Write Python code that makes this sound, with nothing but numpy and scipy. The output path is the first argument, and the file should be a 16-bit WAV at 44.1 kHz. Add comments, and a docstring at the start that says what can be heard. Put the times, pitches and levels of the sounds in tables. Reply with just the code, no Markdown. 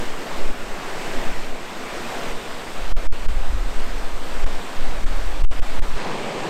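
"""River in flood under a stone bridge

A flooded river pours through the arches, heard from the road, then the parapet, then the bank.
The white water is a dense roar of noise for the bubble clouds, its treble heard as a hiss of spray,
with single ringing bubbles on top; each place has its own tone. Wind is low-pitched noise that rumbles
on the microphone; its hardest gusts overload it and briefly choke the river."""
import sys
import numpy as np
from scipy import signal
from scipy.fft import rfft, irfft, next_fast_len
from scipy.io import wavfile
from scipy.ndimage import uniform_filter1d, map_coordinates

SR = 44100
rng = np.random.default_rng(int(sys.argv[2]) if len(sys.argv) > 2 else 0)


def master_out(mix):
    """Clip the mix to full scale and print it as 16-bit PCM to the path in sys.argv[1]."""
    frames = np.transpose(np.atleast_2d(mix))
    ceiling = np.clip(frames, -1, 1)
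    pcm = np.round(ceiling * 32767).astype(np.int16)
    wavfile.write(sys.argv[1], SR, pcm)


N = 286209  # samples, about 6.5 s

# When the listening place changes, to the parapet and then to the bank: t/s
MOVE_TIMES = [2.325, 5.968]
# Tone of the river from the road, relative: f/Hz, level/dB
ROAD_TONE = [(53, -40), (90, -7.5), (117, -11), (155, -6), (238, -1.5), (658, -3), (1040, -6), (2410, -11),
             (6370, -22.5), (8260, -22), (10000, -34.5), (12700, -30.5), (15800, -42.5)]
# Tone of the river from the parapet, relative: f/Hz, level/dB
PARAPET_TONE = [(65, -7), (110, -6.5), (135, -3), (258, -1), (292, -2), (592, -2), (776, -3), (1230, -5.5),
                (1640, -7.5), (3470, -13), (6600, -21.5), (8300, -20), (10200, -32), (13400, -29),
                (15800, -43)]
# Tone of the river from the bank, relative: f/Hz, level/dB
BANK_TONE = [(24, -60), (40, -29), (162, -3.5), (236, -5.5), (476, -4), (766, -7), (983, -7.5),
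             (1290, -13.5), (2480, -15.5), (5000, -24.5), (5670, -28), (8240, -29), (9820, -42),
             (11700, -41.5), (15800, -53)]
# Tone of the small eddies on the microphone, relative: f/Hz, level/dB
SMALL_EDDY_TONE = [(10, -33), (20, -2), (25, 5), (33, 5), (48, -4.5), (70, -12), (110, -38), (200, -34.5),
                   (500, -92)]
# Tone of the large, slow eddies, relative: f/Hz, level/dB
LARGE_EDDY_TONE = [(1, -23.5), (4, -1.5), (8, -3), (14, -10.5), (20, -29), (28, -49), (45, -78),
                   (100, -120)]
# Gusts that overload the microphone: start t/s, end t/s, direction (push +1, suction -1)
OVERLOADS = [(2.928, 2.964, 1), (3.073, 3.121, 1), (3.268, 3.281, 1), (4.448, 4.46, -1), (5.049, 5.059, -1),
             (5.425, 5.44, 1), (5.453, 5.509, -1), (5.602, 5.618, 1), (5.8, 5.819, 1)]
# Puffs of wind: start t/s, end t/s, strength level/dB, turn-down of the heard roar level/dB (below 0: none)
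WIND_PUFFS = [(0.0, 0.15, -43.5, 3), (0.356, 0.55, -37, 4.5), (0.62, 0.69, -39.5, 3.5),
              (1.18, 1.57, -41.5, 5), (2.288, 2.32, -41, -1.5), (2.819, 3.173, -32, 2.4),
              (3.255, 3.36, -21, 3), (3.497, 3.555, -17, 2.5), (3.6, 4.15, -32.5, 1.2),
              (4.29, 4.468, -32.5, 0), (4.832, 5.023, -25.5, 1.5), (5.055, 5.546, -26.5, 1.7),
              (5.757, 5.928, -29.5, 0.6)]

RAIL = 0.48  # the swing at which the microphone flattens, full scale = 1
TOP_HZ = 15850  # upper band limit of the microphone
CALM_DB = -52.5  # strength of the light air between puffs
ATTACK_DB_PER_S, RELEASE_DB_PER_S = 299, 104  # a puff builds quickly and dies more slowly
RECOVER_DB_PER_S = 9.5  # the heard level of the roar recovers at this rate after a puff
SWAY_OVER_DB, SWAY_TOP_DB = 23.5, -14.5  # large eddies: strength over the small ones, and its ceiling


def amp(db):
    """Decibels to gain."""
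    return 10 ** (np.asarray(db) / 20)


def unit(x):
    """Scale to rms 1."""
    return x / np.sqrt(np.mean(x ** 2) + 1e-20)


def colour(points, hz):
    """Gain of (Hz, dB) points joined on a log frequency axis."""
    f, db = np.transpose(points)
    return amp(np.interp(np.log(hz + 1), np.log(f + 1), db))


def step(u):
    """A smooth rise from 0 to 1 around u = 0."""
    return (1 + np.tanh(u)) / 2


def wobble(rate):
    """A smooth random curve, rate knots a second."""
    knots = rng.standard_normal(int(N * rate / SR) + 4)
    return map_coordinates(knots, [np.arange(N) * rate / SR])


def filtered(x, response):
    """Shape x by a gain that depends on frequency."""
    size = next_fast_len(N + SR // 2)
    hz = np.fft.rfftfreq(size, 1 / SR)
    return irfft(rfft(x, size) * response(hz), size)[:N]


def churn(patchy_db):
    """Clouds of bubbles: noise that swells in patches of time and pitch."""
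    cells = signal.stft(rng.standard_normal(N), nperseg=512)[2]
    patches = uniform_filter1d(rng.standard_normal(cells.shape), size=5, axis=0)  # spread over pitch
    patches = uniform_filter1d(patches, size=14, axis=1)  # spread over time
    swelling = cells * amp(patchy_db * unit(patches))
    return unit(signal.istft(swelling, nperseg=512)[1][:N])


def bubbles(count, centre_hz, spread, cycles, rise, scatter_db):
    """Single bubbles ring for a few cycles, 20 ms at most, and rise in pitch as they surface."""
    when, pitch, size = rng.random(count), rng.standard_normal(count), rng.standard_normal(count)
    hz = np.clip(centre_hz * np.exp(spread * pitch), 250, 9000)[:, None]
    age = np.arange(SR // 50)  # samples
    turns = hz * age / SR
    life = np.minimum(turns / cycles, 1)  # 0 at birth, 1 when silent
    ring = np.sin(2 * np.pi * turns * (1 + rise * life / 2)) * (1 - life) ** 4
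    ring = ring * amp(scatter_db * size)[:, None] * hz / centre_hz  # higher ones ring louder
    at = (when * N).astype(int)[:, None] + age
    return unit(np.bincount(at.ravel(), ring.ravel(), N)[:N])


def white_water(water, tone, level_db):
    """The water as it sounds from one place, at an rms level before any turn-down."""
    return amp(level_db) * unit(filtered(water, lambda hz: colour(tone, hz)))


def turn_down():
    """Cut in dB: the heard roar falls gradually in a puff, then recovers, as if a recorder turned it down."""
    t = np.arange(N) / SR
    cuts = []
    for start, end, _, depth_db in WIND_PUFFS:
        falling = np.interp(t, [start, end], [0, depth_db])
        cuts.append(falling - RECOVER_DB_PER_S * np.maximum(t - end, 0))
    return np.maximum(np.max(cuts, axis=0), 0)


def river():
    """Tumbling water under the arches: one bed of bubbles, toned for three places in turn."""
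    t = np.arange(N) / SR
    single = bubbles(count=4000, centre_hz=1296, spread=0.797, cycles=15, rise=0.15, scatter_db=3.0)
    flutter = amp(0.14 * wobble(16))
    water = (churn(patchy_db=1.0) + amp(-15.5) * single) * flutter
    road = white_water(water, ROAD_TONE, level_db=-29.5)
    parapet = white_water(water, PARAPET_TONE, level_db=-33.0)
    bank = white_water(water, BANK_TONE, level_db=-27.9)
    on_parapet, on_bank = [step((t - move) / 0.0033) for move in MOVE_TIMES]  # quick crossfades
    roar = road + on_parapet * (parapet - road) + on_bank * (bank - parapet)
    return amp(-turn_down()) * roar


def wind_strength():
    """Wind strength in dB: each puff builds, holds and dies back into the calm; the bank is sheltered."""
    t = np.arange(N) / SR
    strength_db = np.full(N, float(CALM_DB))
    for start, end, db, _ in WIND_PUFFS:
        below_db = ATTACK_DB_PER_S * np.maximum(start - t, 0) + RELEASE_DB_PER_S * np.maximum(t - end, 0)
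        strength_db = np.maximum(strength_db, db - below_db)
    at_bank = step((t - MOVE_TIMES[-1]) / 0.01)
    return strength_db + at_bank * (CALM_DB - strength_db)


def eddies(tone, strength_db, level_db):
    """Turbulent pressure of one range of eddy sizes: toned noise that follows the wind strength."""
    rumble = unit(filtered(rng.standard_normal(N), lambda hz: colour(tone, hz)))
    return amp(strength_db + level_db) * rumble


def wind():
    """Large and small eddies press on the microphone; hard gusts drive it past its rail."""
    t = np.arange(N) / SR
    strength_db = wind_strength()
    sway_db = np.minimum(strength_db + SWAY_OVER_DB, SWAY_TOP_DB)
    small = eddies(SMALL_EDDY_TONE, strength_db, level_db=1.0)
    large = eddies(LARGE_EDDY_TONE, sway_db, level_db=1.0)
    pressure = small + large
    swing = 0.93 * RAIL  # ordinary eddies bend over softly inside the rail
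    pressure = pressure / (1 + (pressure / swing) ** 4) ** (1 / 4)
    for start, end, direction in OVERLOADS:
        inside = np.minimum(t - start, end - t)  # seconds from the gust's nearer edge
        # the surge crosses the rail near both edges and sweeps the eddies away
        surge = step((inside + 0.002) / 0.010)
        takeover = step((inside + 0.011) / 0.006)
        pressure = pressure * (1 - takeover) + np.sign(direction) * 2 * RAIL * surge
    return pressure


def scene():
    """River and wind at one microphone."""
    return (river() + wind())[None]


def record(dry):
    """The microphone flattens at its rail, which chokes the river, and drops all above its band limit."""
    clipped = np.clip(dry[0], -RAIL, RAIL)
    return filtered(clipped, lambda hz: hz < TOP_HZ)[None]


dry = scene()
out = record(dry)
master_out(out)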